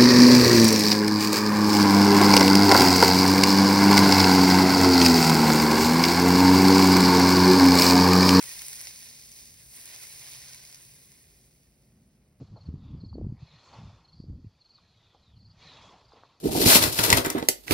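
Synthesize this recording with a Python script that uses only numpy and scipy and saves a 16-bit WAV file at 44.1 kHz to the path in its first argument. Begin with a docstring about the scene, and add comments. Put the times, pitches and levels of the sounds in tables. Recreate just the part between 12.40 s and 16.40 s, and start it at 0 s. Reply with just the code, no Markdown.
"""In a meadow, gusts buffet the microphone and crickets chirp nearby, over a faint far chorus.
About a second in, a scythe goes through the tall grass: stems snap in a dense hiss and set the thin
blade ringing, and the cut swath rustles as it is swept aside. Another gust passes, then the blade is
drawn back over the stubble. The second, louder cut comes just after three seconds, and near the end
a dry stalk cracks."""
import sys
import numpy as np
from scipy import signal
from scipy.io import wavfile

SR = 44100
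rng = np.random.default_rng(int(sys.argv[2]) if len(sys.argv) > 2 else 0)


def materialize(psi):
    """Save the field psi as 16-bit PCM at rate SR to the path in sys.argv[1].

    A 1-D psi becomes a single channel; in a 2-D psi each row is a channel.
    """
    bounded = np.clip(np.atleast_2d(psi).T, -1, 1)
    quanta = np.round(bounded * 32767).astype(np.int16)
    wavfile.write(sys.argv[1], SR, quanta)


N = 176400

# Stereo image at the microphone. Each row: frequency in Hz, likeness of left and right from 0 to 1.
STEREO_LIKENESS = [(3400, 1), (4200, 1), (5500, 0.5), (9000, 0.4)]
# Still air over the meadow. Each row: frequency in Hz, relative level in dB.
AIR_SPECTRUM = [(25, 8), (100, -3), (300, 2.5), (900, -10.5), (1800, -54), (4000, -22), (6000, -14.5),
                (8000, -27), (13000, -26)]
# Strength of the wind at the microphone. Each row: time in seconds, relative level in dB.
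GUST_CURVE = [(0, -31), (.03, -43), (.07, -57.5), (.14, -42), (.2, -57.5), (.275, -44), (.295, -39),
              (.48, -49), (.52, -39), (.61, -46), (.64, -41), (.7, -49), (.79, -36.5), (.92, -40),
              (.99, -54), (1.04, -53), (1.08, -70), (1.14, -53), (1.22, -74), (1.31, -64.5), (1.43, -43.5),
              (1.66, -69.5), (1.77, -55.5), (1.83, -53), (1.9, -39.5), (1.98, -44.5), (2.26, -78.5),
              (2.44, -69.5), (2.7, -71.5), (2.98, -56.5), (3.83, -68), (4.0, -78)]
# The wind's rumble and its small eddies. Each row: frequency in Hz, relative level in dB.
RUMBLE_SPECTRUM = [(25, -19.5), (40, -12), (60, 0), (105, 4), (160, -3.5), (220, -12.5), (320, -28.5),
                   (500, -45), (900, -68.5)]
EDDY_SPECTRUM = [(130, -6), (220, 11.5), (370, -4), (520, -14), (900, -38.5), (1500, -54.5)]
# Buffets on the microphone. Each row: middle in seconds, relative level in dB, pitch in Hz.
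WIND_BUFFETS = [(0.018, -39, 263), (0.027, -40, 245), (0.29, -30, 145), (0.342, -30, 134),
                (0.55, -33.5, 143), (0.638, -36, 178), (0.756, -34, 260), (0.784, -28, 259.3),
                (0.814, -29, 240), (0.847, -35.5, 227), (0.869, -23, 123.4), (0.925, -30, 123.5),
                (1.803, -32.5, 129), (1.841, -40, 206), (1.899, -34, 148), (1.965, -41.5, 118),
                (2.047, -36.5, 137)]
# Hiss of thin stems on the edge. Each row: time in seconds, relative level in dB.
CUTTING_CURVE = [(0, -71.5), (.18, -78.5), (.28, -71), (.31, -84.5), (.55, -80), (.96, -95.5), (1.0, -75),
                 (1.13, -76.5), (1.24, -67), (1.38, -66.5), (1.58, -72.5), (1.9, -86.5), (2.3, -78.5),
                 (2.42, -79.5), (2.68, -78), (3.05, -82), (3.16, -77.5), (3.23, -68.5), (3.33, -69.5),
                 (3.46, -65.5), (3.62, -72), (4.0, -78.5)]
# Snapping stems and their bright fizz. 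Each row: frequency in Hz, relative level in dB.
STEM_SPECTRUM = [(500, 7.5), (1200, 9), (1750, -5), (3000, -1), (4500, -0.5), (5400, 1.5), (6700, -11.5),
                 (7800, -22)]
FIZZ_SPECTRUM = [(5600, -11), (6700, 11), (8000, -17.5), (10000, -33)]
# Drag of grass on the blade, in cuts and backswings. Each row: time in seconds, relative level in dB.
DRAG_CURVE = [(0, -78), (.33, -77.5), (.46, -75.5), (.62, -79), (.92, -92), (.97, -83), (1.0, -66.5),
              (1.14, -63), (1.38, -64.5), (1.55, -68), (1.85, -81.5), (2.2, -75), (2.47, -71.5),
              (2.66, -69.5), (3.05, -81), (3.15, -73), (3.22, -57.5), (3.28, -56), (3.42, -58), (3.66, -72),
              (3.78, -67), (4.0, -73)]
# Ring of the hollow stalks. Each row: frequency in Hz, relative level in dB.
STALK_SPECTRUM = [(1400, -4), (1750, 3.5), (2200, 4), (2600, 4), (2900, 3), (3400, 2.5), (4400, -3.5),
                  (5200, -2), (6800, -6.5), (8000, -40)]
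# Resonances of the blade. Each row: frequency in Hz, width in Hz, relative level in dB.
BLADE_MODES = [(1894, 55, -8.5), (2493, 61, -3), (3348, 55, 3), (3587, 36, -2.5), (3815, 350, -5),
               (4150, 100, 0.5), (4490, 120, -2.5)]
# Rustle at ground level, first stubble, then swath. Each row: time in seconds, relative level in dB.
STUBBLE_CURVE = [(0, -87), (.2, -70), (.33, -72.5), (.56, -65), (.7, -76)]
SWATH_CURVE = [(0.95, -69.5), (1.27, -62.5), (1.34, -51.5), (1.72, -73), (2.27, -90), (2.74, -72.5),
               (3.06, -94), (3.23, -58.5), (3.56, -54.5), (3.68, -70), (3.77, -55.5), (4.0, -72)]
# Tone of that rustle. Each row: frequency in Hz, relative level in dB.
SWATH_SPECTRUM = [(120, -8), (250, -1), (450, -1.5), (720, 0.5), (1100, 5), (1400, -11.5), (1800, -13.5),
                  (3000, -13.5)]
# Handle, boots and thick stalks.
# Each row: start in seconds, peak in dB, pitch in Hz, seconds to die away by 60 dB.
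DULL_KNOCKS = [(0.159, -48, 600, 0.11), (0.728, -47.5, 740, 0.021), (1.336, -45.5, 780, 0.095),
               (2.381, -57, 1230, 0.1), (2.746, -53, 576, 0.094), (3.719, -49.5, 890, 0.029),
               (3.734, -47.5, 364, 0.037), (3.77, -51.5, 1120, 0.11)]
# Crickets chirping around the microphone, one of them farther off. # Each row: first and last syllable in
# seconds, relative level in dB, pitch in Hz.
CRICKET_CHIRPS = [(0.171, 0.265, -57, 4380), (0.610, 0.744, -53.5, 4425), (1.242, 1.339, -56, 4430),
                  (1.652, 1.734, -56.5, 4335), (2.215, 2.355, -52.5, 4403), (2.971, 3.104, -58.5, 4380),
                  (0.578, 0.668, -66, 4850), (1.786, 1.839, -71, 4610), (2.992, 3.118, -60.5, 4740),
                  (3.654, 3.736, -60, 4780)]
# Far crickets overlap in a twitter. Each row: middle and half length in seconds, level in dB.
FAR_TWITTERS = [(1.798, 0.039, -65), (2.34, .04, -70)]
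# Whistly swishes outside the cuts.
# Each row: middle and half length in seconds, level in dB, pitch in Hz, fall in Hz per second.
BACKSWING_SWISHES = [(0.474, 0.056, -72.5, 3580, 2031), (0.477, 0.037, -77, 2660, 0),
                     (2.375, 0.021, -69.5, 3900, 16000), (2.667, 0.095, -70.5, 3600, 2400),
                     (2.88, 0.057, -70, 3760, 7500)]
# The blade bites into a tuft.
# Each row: middle and half length in seconds, level in dB, pitch in Hz, fall in Hz per second.
TUFT_BITES = [(0.979, 0.03, -77.5, 2100, -4), (1.117, 0.065, -65.5, 3950, 7000),
              (1.38, 0.016, -65.5, 2650, 2000), (3.296, 0.046, -56, 3956, 8000)]
# Dry stalks cracking. Each row: time in seconds, peak in dB, pitch in Hz.
STALK_CRACKS = [(2.7482, -51.5, 740), (3.8357, -38, 906)]

# A growth is the dB a layer gains for each dB of its curve, counted from the curve's reference level.
STRONG_GUST_DB, FULL_CUT_DB, FULL_DRAG_DB = -36.5, -66.5, -54
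EDDY_GROWTH, FIZZ_GROWTH, STALK_GROWTH, BLADE_GROWTH = 1.93, 2.75, 1.15, 1.19
STEMS_PER_S, STEM_SPREAD_DB, STALKS_PER_S, STALK_SPREAD_DB = 7200, 4, 3900, 5.5
SYLLABLE_SPACING_S, SYLLABLE_HALF_S, SYLLABLE_SAG_HZ_PER_S = 0.045, 0.0064, 24000
SYLLABLE_RISE_HZ, CRESCENDO_DB, CHIRP_SLOWING = 54, 1.16, 1.1
SCATTER_DB, SCATTER_T60_S = -3, 0.17
TIME = np.arange(N) / SR


def from_db(db):
    """Decibels to gain."""
    return 10 ** (np.asarray(db) / 20)


def rms_one(x):
    """Scale to unit power."""
    return x / np.sqrt(np.mean(x ** 2) + 1e-20)


def in_time(curve):
    """A curve, read at every sample."""
    return np.interp(TIME, *np.transpose(curve))


def at_hz(spectrum, hz):
    """A spectrum, read on a log frequency axis."""
    frequencies, values = np.transpose(spectrum)
    return np.interp(np.log(hz), np.log(frequencies), values)


def drift(rate_hz):
    """A smooth random wander with a spread of 1."""
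    step, settle = 40, 2000
    pole = np.exp(-2 * np.pi * rate_hz * step / SR)
    noise = rng.standard_normal(N // step + settle + 2)
    slow = signal.lfilter([1], [1, -2 * pole, pole * pole], noise)[settle:]
    return np.interp(np.arange(N) / step, np.arange(len(slow)), rms_one(slow))


def swell(middle_s, half_s):
    """A bell-shaped rise and fall."""
    return np.exp(-((TIME - middle_s) / half_s) ** 2 / 2)


def resonate(x, hz, width_hz):
    """One resonance with a gain of 1 at its peak."""
    radius = np.exp(-np.pi * width_hz / SR)
    feedback = [1, -2 * radius * np.cos(2 * np.pi * hz / SR), radius ** 2]
    return signal.lfilter(np.array([1, 0, -1]) * (1 - radius ** 2) / 2, feedback, x + 1e-18)


def sliding(drive, middle_s, hz, fall_hz_per_s, width_hz):
    """A resonance that slides through hz at middle_s, at unit power."""
    age = TIME - middle_s
    carrier = np.exp(2j * np.pi * (hz - fall_hz_per_s * age / 2) * age)
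    lowpass = signal.butter(2, width_hz / 2, fs=SR, output="sos")
    return rms_one((carrier * signal.sosfilt(lowpass, drive / carrier + 1e-18)).real)


def grains(per_s, spread_db):
    """Random tiny snaps of uneven size and sign."""
    sizes = from_db(spread_db * np.minimum(rng.exponential(1, N), 4)) * rng.choice([-1, 1], N)
    return rms_one(sizes * (rng.random(N) < per_s / SR))


def coloured(drives, spectrum, flicker_db):
    """Two drives dealt in turn to flickering third-octave bands; only the treble is wide."""
    out, edges = np.zeros((2, N)), 22 * 2 ** (np.arange(29) / 3)
    side_noise = rng.standard_normal((2, N))
    for k, (low, high) in enumerate(zip(edges, edges[1:])):
        hz, flicker = np.sqrt(low * high), drift(21.3)
        if high < spectrum[0][0] or low > spectrum[-1][0]:
            continue
        bandpass = signal.butter(2, [low, high], "band", fs=SR, output="sos")
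        band = signal.sosfilt(bandpass, drives[k % 2] + 1e-18)
        if hz > STEREO_LIKENESS[0][0]:
            alike = at_hz(STEREO_LIKENESS, hz)
            side = signal.sosfilt(bandpass, side_noise[k % 2]) * [[1], [-1]]
            band = np.sqrt((1 + alike) / 2) * band + np.sqrt((1 - alike) / 2) * side
        out += from_db(at_hz(spectrum, hz) + flicker_db * flicker) * band
    return rms_one(out)


def crackle(spectrum, per_s, spread_db, flicker_db):
    """Two streams of tiny snaps, shaped to a spectrum."""
    return coloured([grains(per_s, spread_db) for _ in range(2)], spectrum, flicker_db)


def air():
    """Still air lays a faint, even hush over the meadow."""
    return from_db(-76) * coloured(rng.standard_normal((2, N)), AIR_SPECTRUM, flicker_db=2)


def wind():
    """Gusts rumble on the microphone; small eddies grow faster, large ones hit as push-pull buffets."""
    gust_db, buffets = in_time(GUST_CURVE), np.zeros(N)
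    rumble = coloured(rng.standard_normal((2, N)), RUMBLE_SPECTRUM, flicker_db=5)
    eddies = crackle(EDDY_SPECTRUM, per_s=700, spread_db=2.5, flicker_db=5)
    eddy_db = -44.5 + EDDY_GROWTH * (gust_db - STRONG_GUST_DB)
    for middle, db, hz in WIND_BUFFETS:
        phase = np.pi * hz * (TIME - middle)
        buffets -= from_db(db + 4.5) * np.sin(2 * phase) / (1 + phase ** 2) ** 2
    return rumble * from_db(gust_db + 1.5) + eddies * from_db(eddy_db) + buffets


def stems():
    """Thousands of thin stems snap on the edge; at mid-stroke a bright fizz grows faster than the rest."""
    cutting_db = in_time(CUTTING_CURVE)
    snaps = crackle(STEM_SPECTRUM, STEMS_PER_S, STEM_SPREAD_DB, flicker_db=2)
    fizz = crackle(FIZZ_SPECTRUM, STEMS_PER_S, STEM_SPREAD_DB, flicker_db=2)
    fizz_db = -74 + FIZZ_GROWTH * (cutting_db - FULL_CUT_DB)
    return snaps * from_db(cutting_db + 4) + fizz * from_db(fizz_db)


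def drag_gain(growth, trim_db):
    """The gain of a layer that follows the drag of the grass on the blade."""
    return from_db(FULL_DRAG_DB + growth * (in_time(DRAG_CURVE) - FULL_DRAG_DB) + trim_db)


def stalks(count=110):
    """Each hollow stalk rings for a moment at its own pitch; the higher ones spread to the sides."""
    out, pings_each = np.zeros((2, N)), int(STALKS_PER_S * N / SR / count)
    for hz in np.linspace(STALK_SPECTRUM[0][0], STALK_SPECTRUM[-1][0], count):
        when, polarity, chance = rng.random((pings_each, 3)).T
        size_db = -STALK_SPREAD_DB * np.log(chance + 0.02)
        clicks = np.zeros(N)
        clicks[(when * N).astype(int)] = np.sign(polarity - 0.5) * from_db(size_db)
        ring = from_db(at_hz(STALK_SPECTRUM, hz)) * resonate(clicks, hz, width_hz=22)
        alike = at_hz(STEREO_LIKENESS, hz)
        side = np.sqrt((1 - alike) / (1 + alike)) * rng.choice([-1, 1])
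        out += ring * [[1 + side], [1 - side]]
    return rms_one(out) * drag_gain(STALK_GROWTH, trim_db=-3)


def blade(flicker_db=4):
    """The stems set the blade's modes ringing, most clearly under full load."""
    rings = np.zeros(N)
    for hz, width_hz, db in BLADE_MODES:
        level = from_db(db + flicker_db * drift(1.9))
        rings += level * resonate(grains(STEMS_PER_S, STEM_SPREAD_DB), hz, width_hz)
    bandpass = signal.butter(2, [1500, 5000], "band", fs=SR, output="sos")
    return rms_one(signal.sosfilt(bandpass, rings)) * drag_gain(BLADE_GROWTH, trim_db=-0.5)


def swath():
    """Stubble and cut grass rustle as the swath is pushed along the ground."""
    leaves = crackle(SWATH_SPECTRUM, per_s=1800, spread_db=3, flicker_db=2.5)
    rustle_db = in_time(list(STUBBLE_CURVE) + list(SWATH_CURVE))
    return leaves * from_db(rustle_db - 2.5)


def knocks():
    """Handle, boots and thick stalks give short, dull crunches."""
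    out, lowpass = np.zeros(N), signal.butter(4, 1170, fs=SR, output="sos")
    for start, db, hz, t60 in DULL_KNOCKS:
        decay = (TIME >= start) * from_db(-60 * np.clip((TIME - start) / t60, 0, 4))
        burst = rng.standard_normal(N) * decay
        body = resonate(resonate(burst, hz, width_hz=hz), hz, width_hz=hz)
        knock = signal.sosfilt(lowpass, body)
        out += from_db(db) * knock / np.abs(knock).max()
    return out


def chirps():
    """Each wing stroke of a near cricket is a rough, falling tone; a chirp swells, rises and slows."""
    song = np.zeros(N)
    for first, last, db, hz in CRICKET_CHIRPS:
        count = round((last - first) / SYLLABLE_SPACING_S) + 1
        middles = first + (last - first) * np.linspace(0, 1, count) ** CHIRP_SLOWING
        for k, middle in enumerate(middles):
            sag = SYLLABLE_SAG_HZ_PER_S * (1 + 0.21 * rng.uniform(-1, 1))
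            sounding = np.abs(TIME - middle) < SYLLABLE_SPACING_S / 2
            age = TIME[sounding] - middle
            pitch = hz + SYLLABLE_RISE_HZ * (k - count / 2)
            level = from_db(db + CRESCENDO_DB * (k - count)) * np.exp(-(age / SYLLABLE_HALF_S) ** 2 / 2)
            song[sounding] += level * np.sin(2 * np.pi * (pitch - sag * age / 2) * age)
    return song * (1 + 0.27 * drift(240))


def far_chorus(hz=4573, width_hz=600):
    """Far from the microphone, many crickets blur into one wavering band."""
    band = resonate(resonate(rng.standard_normal((2, N)), hz, width_hz), hz, width_hz)
    twitters = sum(from_db(db) * swell(middle, half) for middle, half, db in FAR_TWITTERS)
    return rms_one(band) * (from_db(-77.5 + drift(14)) + twitters)


def crickets(right_lag_s=0.00001):
    """Near chirps reach the microphone directly, then scattered by the meadow, over the far chorus."""
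    song = chirps()
    direct = np.array([np.interp(TIME - lag, TIME, song) for lag in (0, right_lag_s)])
    tail = rng.standard_normal((2, SR // 2)) * from_db(-60 * TIME[:SR // 2] / SCATTER_T60_S)
    tail /= np.sqrt(np.sum(tail ** 2) / 2)
    scattered = signal.fftconvolve(song[None], tail, axes=1)[:, :N]
    far = from_db(SCATTER_DB) * scattered + far_chorus()
    return direct + 0.47 * far + 0.48 * far[::-1]  # the far sound sits almost in the centre


def swishes():
    """On the backswings, narrow bands of hiss swell and fade, most of them sliding down."""
    out = np.zeros(N)
    for middle, half, db, hz, fall in BACKSWING_SWISHES:
        hiss = sliding(rng.standard_normal(N), middle, hz, fall, width_hz=450)
        out += from_db(db) * swell(middle, half) * hiss
    return out


def bites():
    """Thick stalks strike the edge in a coarse rasp whose ring slides as they run along the blade."""
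    out = np.zeros(N)
    for middle, half, db, hz, fall in TUFT_BITES:
        snaps = grains(per_s=900, spread_db=STEM_SPREAD_DB)
        out += from_db(db) * swell(middle, half) * sliding(snaps, middle, hz, fall, width_hz=410)
    return out


def cracks():
    """A dry stalk breaks in a single sharp pulse."""
    out = np.zeros(N)
    for middle, db, hz in STALK_CRACKS:
        phase_squared = np.minimum((np.pi * hz * (TIME - middle)) ** 2, 100)
        out += from_db(db) * (1 - 2 * phase_squared) * np.exp(-phase_squared)
    return out


def scene():
    """Wind, scythe and crickets over the quiet of the meadow."""
    return (air() + wind() + stems() + stalks() + blade() + swath() + knocks()
            + crickets() + swishes() + bites() + cracks())


def record(dry):
    """The microphone signal is cut steeply above 13 kHz."""
    return signal.sosfilt(signal.ellip(10, 0.1, 80, 13000, fs=SR, output="sos"), dry)


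dry = scene()
out = record(dry)
materialize(out)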